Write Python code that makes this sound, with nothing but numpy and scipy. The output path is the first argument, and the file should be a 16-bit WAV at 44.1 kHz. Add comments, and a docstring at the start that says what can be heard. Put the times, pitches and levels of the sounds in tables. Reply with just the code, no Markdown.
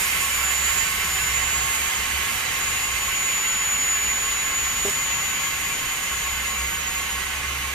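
"""Compressed air vents from an open brake line of a parked truck, heard from the driver's seat on a handheld camera.
From the start, shaped noise makes the jet rush through the cab's resonances, and gliding sines make it whistle.
As the tank empties the jet weakens and the whistle sinks in pitch; standing waves move it from side to side.
Behind it, wavering low sines make far engines drone and swell over a noise rumble.
Near 4.85 s something bumps softly: four close contacts, made of short dying sines, and a puff of rustling noise."""
import sys
import numpy as np
from scipy import signal
from scipy.fft import rfft, irfft, next_fast_len
from scipy.io import wavfile
from scipy.ndimage import uniform_filter1d, map_coordinates

SR = 44100
rng = np.random.default_rng(int(sys.argv[2]) if len(sys.argv) > 2 else 0)


def wav_record(signal):
    """Record a signal, one row per channel, as 16-bit PCM in the file named by sys.argv[1]."""
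    frames = np.transpose(np.atleast_2d(signal))
    bounded = np.clip(frames, -1, 1)
    # unit amplitude maps onto the largest positive 16-bit level
    quanta = np.round(bounded * 32767).astype(np.int16)
    wavfile.write(sys.argv[1], SR, quanta)


N = 341334  # length in samples, about 7.74 s


def amp(db):
    """Turn decibels into a gain."""
    return 10 ** (np.asarray(db) / 20)


def unit(x):
    """Scale a sound to an average strength (rms) of 1."""
    return x / np.sqrt(np.mean(x ** 2) + 1e-20)


def along(points, hz, column=1):
    """Read a column of (frequency, value, ..) points at any frequency, on a log axis."""
    rows = np.transpose(points)
    return np.interp(np.log(hz + 1), np.log(rows[0] + 1), rows[column])


def curves(rows):
    """Join the points of each column after the time into a curve with one value per sample."""
    times, *columns = np.transpose(rows)
    t = np.arange(N) / SR
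    return np.array([np.interp(t, times, column) for column in columns])


def wobble(rate):
    """Draw a smooth random curve through `rate` random points a second."""
    knots = rng.standard_normal(int(N * rate / SR) + 4)
    return map_coordinates(knots, [np.arange(N) * rate / SR])


def filtered(x, response):
    """Change the strength and timing of each frequency in x by a response (a function of Hz)."""
    size = next_fast_len(N + SR // 2)  # spare room so the end does not wrap onto the start
    spectrum = rfft(x, size) * response(np.fft.rfftfreq(size, 1 / SR))
    return irfft(spectrum, size)[..., :N]


def rush(patchy_db):
    """Stereo white noise with patches of random gain, as alike and as staggered as the two ports hear it."""
    # likeness of the two ports: f/Hz, left-right likeness (-1 to 1), scatter of the left lead/rad
    likeness = [(60, 0.91, 0.29), (300, 0.91, 0), (900, 0.95, 0.49), (1200, 0.83, 0.57), (1590, 0.59, 0.8),
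                (2500, 0.64, 0.98), (4000, 0.48, 0.49), (6000, 0.7, 0.74), (7360, 0.97, 1),
                (10000, 0.41, 0.48), (12000, .55, 0.36), (14700, 0.46, .4)]
    # how far the left port runs ahead: f/Hz, left lead/rad
    left_lead = [(60, 0.77), (1700, 0), (2200, 0.1), (2700, 2.5), (3100, 1.04), (3700, 0.2), (4300, 1),
                 (6000, 0.7), (7200, -0.5), (8000, -1.5), (9000, -2.5), (11000, -1.87), (14500, -0.8)]
    spectra = signal.stft(rng.standard_normal((2, N)), nperseg=512)[2]
    patches = rng.standard_normal(spectra.shape[1:])
    patches = uniform_filter1d(patches, size=6, axis=0)  # smooth over frequency
    patches = uniform_filter1d(patches, size=14, axis=1)  # smooth over time
    pair = signal.istft(spectra * amp(patchy_db * unit(patches)), nperseg=512)[1][:, :N]

    def shares(hz):
        """Split of shared and opposite sound that gives the wanted likeness."""
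        turn = np.arccos(np.clip(along(likeness, hz), -1, 1)) / 2
        return np.array([np.cos(turn), np.sin(turn)])

    mid, side = filtered(pair, shares)
    knots = rng.standard_normal(1000)  # reflections shift the lead from one narrow band to the next

    def stagger(hz):
        """Half of the lead goes to each port, with opposite signs."""
        scatter = along(likeness, hz, 2) * map_coordinates(knots, [hz / 90])
        return np.exp(1j * np.outer([.5, -.5], along(left_lead, hz) + scatter))

    return filtered(np.array([mid + side, mid - side]), stagger)


def tinted(x, spectrum):
    """Give stereo x a colour and the ports' left-right balance, then scale it to rms 1."""
    # balance of the ports: f/Hz, left minus right level/dB
    balance = [(60, 1.5), (130, -1), (290, -0.5), (630, 2.5), (1390, -3.0), (3050, 1), (6690, -5.5),
               (14700, -1)]
    return unit(filtered(x, lambda hz: amp(along(spectrum, hz) + np.outer([.5, -.5], along(balance, hz)))))


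def cab(modes, hz, between_db):
    """Gain of broad-band sound: resonance peaks add in power over an even base."""
    peaks = sum(amp(2 * db) / (1 + (2 * (hz - centre) / width) ** 2) ** 2 for centre, width, db in modes)
    return np.sqrt(peaks + amp(2 * between_db))


def ripples(depth_db, width_hz):
    """Many small reflections comb the sound with fixed narrow peaks, unlike at each port."""
    knots = rng.standard_normal((2, 4000))
    return lambda hz: amp(depth_db * np.array([map_coordinates(k, [hz / width_hz]) for k in knots]))


def yard():
    """Outdoor noise rumble and the wavering firing note of a far engine, a low sine."""
    # far engine: t/s, f/Hz, level/dB
    engine = [(0.0, 69, -47), (0.45, 64.5, -40), (1.0, 66.5, -44.5), (1.65, 67.5, -39.5), (1.95, 67, -49),
              (2.16, 65.5, -36), (2.35, 62, -61), (2.95, 59.5, -41), (3.25, 58.5, -59), (3.6, 60, -48.5),
              (4.5, 62, -49), (5.9, 62.5, -49.5), (6.6, 64.5, -39.5), (7.05, 65.5, -43), (7.35, 67, -37.5),
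              (7.74, 68.3, -38)]
    # colour of the rumble: f/Hz, level per Hz/dB
    rumble_colour = [(12, -44), (20, -4), (64, 0), (119, -5.5), (175, -5.5), (309, -10.5), (343, -16),
                     (386, -13.5), (497, -12.5), (700, -17.5), (910, -22), (1540, -120)]
    blur_db, rumble_db = -51.5, -42.5
    hz, db = curves(engine)
    phase = 2 * np.pi * np.cumsum(hz + .8 * wobble(9)) / SR
    note = np.sqrt(2) * amp(db + 1.6 * wobble(10)) * np.sin(phase)
    # narrow noise about the note breaks it up where it is weak
    blur = wobble(14) * np.sin(phase) + wobble(12) * np.cos(phase)
    rumble = tinted(rush(patchy_db=1.0), rumble_colour)
    return note + amp(blur_db) * blur + amp(rumble_db) * rumble


def traffic():
    """Far engine notes, each a sine that swells, glides a little and fades."""
    # passing notes: start t/s, end t/s, start f/Hz, end f/Hz, level/dB
    passes = [(.45, 1.499, 158, 163.3, -52), (.5, 1.5, 84, 82, -58), (1.1, 1.75, 115.6, 107.6, -50),
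              (2.2, 3.602, 114, 108.3, -53), (3.5, 5.501, 88, 94.8, -58),
              (4.65, 5.806, 151.3, 158.5, -52.5), (6.5, 6.9, 192.3, 191, -54), (7.35, 7.74, 126, 131, -50)]
    out = np.zeros(N)
    for start, end, from_hz, to_hz, db in passes:
        a, b = round(start * SR), min(round(end * SR), N)
        hz = np.linspace(from_hz, to_hz, b - a) + 0.89 * wobble(8)[a:b]
        note = np.sqrt(2) * np.sin(2 * np.pi * np.cumsum(hz) / SR)
        out[a:b] += amp(db) * signal.windows.tukey(b - a, .4) * note
    return out


def bump():
    """Soft contacts on a hollow panel ring its low modes as dying sines, with a short noise rustle."""
    # contacts: t/s, level/dB
    contacts = [(4.8495, -20.5), (4.857, -21.5), (4.872, -27), (4.882, -25)]
    # ringing modes of the panel: f/Hz, level/dB, time to fall by 60 dB/s
    panel = [(215, -8, .08), (265, -10, .05), (330, -2, .03), (398, 0, .07), (608, -3, .05),
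             (775, -8, .045), (964, -12, .03)]
    # colour of the rustle: f/Hz, level per Hz/dB
    rustle_colour = [(2500, -120), (4000, -6), (6000, -5), (9000, -2), (13000, -5), (14500, -10),
                     (15200, -25)]
    rustle_db, rise_s, hold_s, fall_60db_s = -32, 0.0074, 0.065, .15
    out, t = np.zeros(N + SR), np.arange(SR // 4) / SR
    for start, db in contacts:
        ring = np.zeros(len(t))
        for hz, level, t60 in panel:
            # each contact strikes the modes a little differently
            ring += amp(level + rng.normal(0, 1.3) - 60 * t / t60) * np.sin(2 * np.pi * hz * t)
        soft_start = 1 - np.exp(-t / 0.0016)
        out[round(start * SR):][:len(t)] += amp(db) * ring * soft_start
    since = np.arange(N) / SR - contacts[0][0]  # seconds since the first contact
    fade_db = 60 * np.maximum(since - hold_s, 0) / fall_60db_s
    puff = np.clip(since / rise_s, 0, 1) * amp(rustle_db - fade_db)
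    rustle = tinted(rush(patchy_db=1.5), rustle_colour)
    return out[:N] + puff * amp(2.5 * wobble(250)) * rustle


def hoot():
    """A breathy note below the whistle: noise in one narrow resonance."""
    # strength of the breathy note: t/s, level/dB
    breath = [(0, -62), (3.5, -58), (5.3, -47), (5.7, -45), (7.74, -48)]
    resonance = [(6320, 73, 0)]  # f/Hz, width/Hz, level/dB
    note = unit(filtered(rush(patchy_db=0.0), lambda hz: cab(resonance, hz, between_db=-120)))
    return amp(curves(breath)[0]) * note


def whistle():
    """An edge tone at the coupling: a nearly steady sine in a haze of narrow noise, and its octave."""
    # whistle at the two ports: t/s, left level/dB, right level/dB, left lead/rad
    tone_path = [(0.0, -48, -29, 2.3), (0.2, -33, -32, 4.8), (0.45, -28.5, -25, 5.9), (0.8, -36, -22, 3.7),
                 (1.0, -34, -35, 5), (1.16, -28.5, -28.5, 6.3), (1.4, -32, -24, 4.3),
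                 (1.75, -29, -27.5, 3.75), (2.35, -40, -33, 3.9), (2.65, -27.5, -35, 4.1),
                 (3.0, -30, -31, 5.3), (3.35, -25, -27, 5.6), (3.9, -23, -24.5, 6.2),
                 (4.2, -26.8, -27.5, 5.5), (4.9, -26, -28.7, 5.4), (5.1, -25.5, -34, 5.6),
                 (5.42, -26.5, -35, 5.6), (5.6, -30, -46, 5.2), (6.3, -30, -40, 6.2),
                 (6.75, -32.5, -32, 8.9), (7.05, -31.5, -33.5, 8.7), (7.42, -41, -47, 9.5),
                 (7.63, -36, -37, 9.5), (7.74, -42, -45, 10.7)]
    # its overtone, an octave up: t/s, left level/dB, right level/dB, left lead/rad
    octave_path = [(0.0, -48, -37, -2), (0.75, -42, -47, 1), (1.2, -42, -42, -1), (1.65, -55, -47, 4),
                   (2.3, -60, -54, 3.2), (2.9, -55, -57, 4.8), (3.5, -44, -43, 3.9), (4.2, -45, -39, 2.8),
                   (4.7, -41, -39, 4.5), (5.4, -46, -42, 1.5), (6.4, -50, -44, 1.5), (7.0, -53, -44, 2),
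                   (7.45, -61, -60, 1.3), (7.74, -58, -56, 1.2)]
    # turbulent part of the whistle: t/s, level/dB
    haze_path = [(0, -34.5), (2, -41), (3, -39), (4, -47), (6.3, -40), (6.8, -38), (7.3, -38.5),
                 (7.74, -56)]
    start_hz, sink_hz, settle_s = 7063.8, 140.9, 4.45  # the sinking slows over a few settle times
    left_db, right_db, lead = curves(tone_path)
    pitch_hz = start_hz - sink_hz * np.tanh(np.arange(N) / SR / settle_s)
    drift_hz = 1.5 * wobble(10) + 3 * wobble(50)
    phase = 2 * np.pi * np.cumsum(pitch_hz + drift_hz) / SR
    shimmer_db = .7 * np.array([wobble(14), wobble(14)]) + .9 * wobble(30)
    tone = amp([left_db, right_db] + shimmer_db) * np.sin(phase + np.outer([.5, -.5], lead))
    # the haze beats against the tone, which breaks up wherever it is weak
    haze = np.array([wobble(65) * np.sin(phase) + wobble(65) * np.cos(phase) for _ in range(2)])
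    *octave_db, octave_lead = curves(octave_path)
    flicker_db = 1.8 * np.array([wobble(15), wobble(15)])
    octave = amp(octave_db + flicker_db) * np.sin(2 * phase + np.outer([.5, -.5], octave_lead))
    return np.sqrt(2) * (tone + octave) + amp(curves(haze_path)[0]) * haze


def jet():
    """Turbulent noise roar ringing the cab, with finer fizz and hiss above it; all sag as the pressure drops."""
    # cab resonances at the left and right port: f/Hz, width/Hz, level/dB
    cab_left = [(399, 35, -14), (758, 17, -2.5), (868, 18, -7), (1094, 41, 0.5), (1157, 9.2, -15),
                (1356, 24, -3.5), (1519, 22, -0.5), (1645, 33, -4.5), (1818, 20, 2), (1885, 42, -4),
                (2140, 34, -15), (2105, 43, -3), (2363, 32, 0.5), (2456, 8.9, 5.5), (2710, 75, -11.5),
                (2873, 36, -1), (2930, 26, -5), (3030, 120, -9.5), (3560, 54, -15), (3440, 12, -6.5),
                (3750, 24, -6), (4004, 65, -2)]
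    cab_right = [(388, 36, -9), (760, 47, -5), (884, 22, -8.5), (1092.5, 35, -0.5), (1180, 7.8, -1.5),
                 (1350, 78, -10.5), (1512, 24, 0), (1683, 33, 2.5), (1940, 23, 1.5), (2096, 130, 3.5),
                 (2233, 8.2, 1.5), (2294, 7.7, 7), (2360, 86, -8.5), (2487, 30, 1.5), (2580, 34, 3),
                 (2710, 130, -1.5), (2946, 34, -7.5), (3020, 25, -2.5), (3150, 71, -3.5), (3610, 42, -7),
                 (3870, 31, -3), (4285, 62, -3)]
    # treble resonances at the left and right port: f/Hz, width/Hz, level/dB
    treble_left = [(4823, 138, 4), (5039, 59, 2), (5642, 78, 2), (6051, 81, 3), (6266, 37, 3),
                   (8506, 24, 2), (8893, 342, 4), (9496, 42, 3), (10487, 60, 2), (11391, 99, 4),
                   (11649, 99, 5), (12037, 63, 1), (12834, 45, 2), (13200, 92, 3)]
    treble_right = [(5233, 34, 2), (5685, 57, 2), (5986, 103, 5), (6374, 91, 2), (8506, 33, 3),
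                    (8721, 84, 4), (8915, 48, 2), (9044, 44, 4), (11262, 41, 5), (11843, 338, 5),
                    (12037, 47, 2), (12339, 50, 3), (12920, 37, 3), (13264, 61, 2)]
    # colours of the three layers, low to high: f/Hz, level per Hz/dB
    roar_colour = [(200, -120), (330, -9), (700, -8.5), (1000, -0.5), (2000, -1), (3000, 1), (4300, -7.5),
                   (5000, -42), (6000, -120)]
    fizz_colour = [(2800, -120), (3600, -33), (4500, -2), (5300, -4.5), (6200, -3), (6800, -2),
                   (7700, -6.5), (8600, -15), (10000, -60), (11000, -120)]
    hiss_colour = [(5000, -120), (6000, -30), (7200, -15.5), (8000, -2), (8900, 2), (10200, -3),
                   (11000, -3), (11600, 0.5), (12500, -3.5), (14000, -6), (14500, -20), (15200, -39)]
    # rows for roar, fizz and hiss: start level/dB, steady sag/(dB per s), extra level at the start/dB
    layers = [(-25, 0.46, 0), (-33.5, 0.65, 0.6), (-31, 0.69, 3.5)]
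    t = np.arange(N) / SR
    early = np.exp(-t / 0.79)  # the extra level fades to about a third every 0.79 s
    roar_db, fizz_db, hiss_db = [start - sag * t + extra * early for start, sag, extra in layers]

    def ring(hz):
        """The cab's resonances at both ports."""
        return np.array([cab(cab_left, hz, between_db=-14.0), cab(cab_right, hz, between_db=-10)])

    def treble(hz):
        """The treble resonances at both ports."""
        return np.array([cab(treble_left, hz, between_db=2), cab(treble_right, hz, between_db=1.5)])

    comb = ripples(depth_db=1.3, width_hz=11)
    roar = unit(filtered(rush(patchy_db=.5), lambda hz: comb(hz) * ring(hz) * amp(along(roar_colour, hz))))
    fizz = tinted(filtered(rush(patchy_db=0.87), lambda hz: comb(hz) * treble(hz)), fizz_colour)
    hiss = tinted(filtered(rush(patchy_db=1.43), lambda hz: comb(hz) * treble(hz)), hiss_colour)
    flutter_db = .3 * wobble(6) + .3 * wobble(15)
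    return amp(roar_db) * roar + amp(fizz_db) * fizz + amp(hiss_db + flutter_db) * hiss


def scene():
    """Add up all sources at the camera's two sound openings, the left and right port."""
    return yard() + traffic() + bump() + hoot() + whistle() + jet()


def record(dry):
    """The camera keeps nothing above its band limit."""
    top_hz = 15200
    return filtered(dry, lambda hz: hz < top_hz)


dry = scene()
out = record(dry)
wav_record(out)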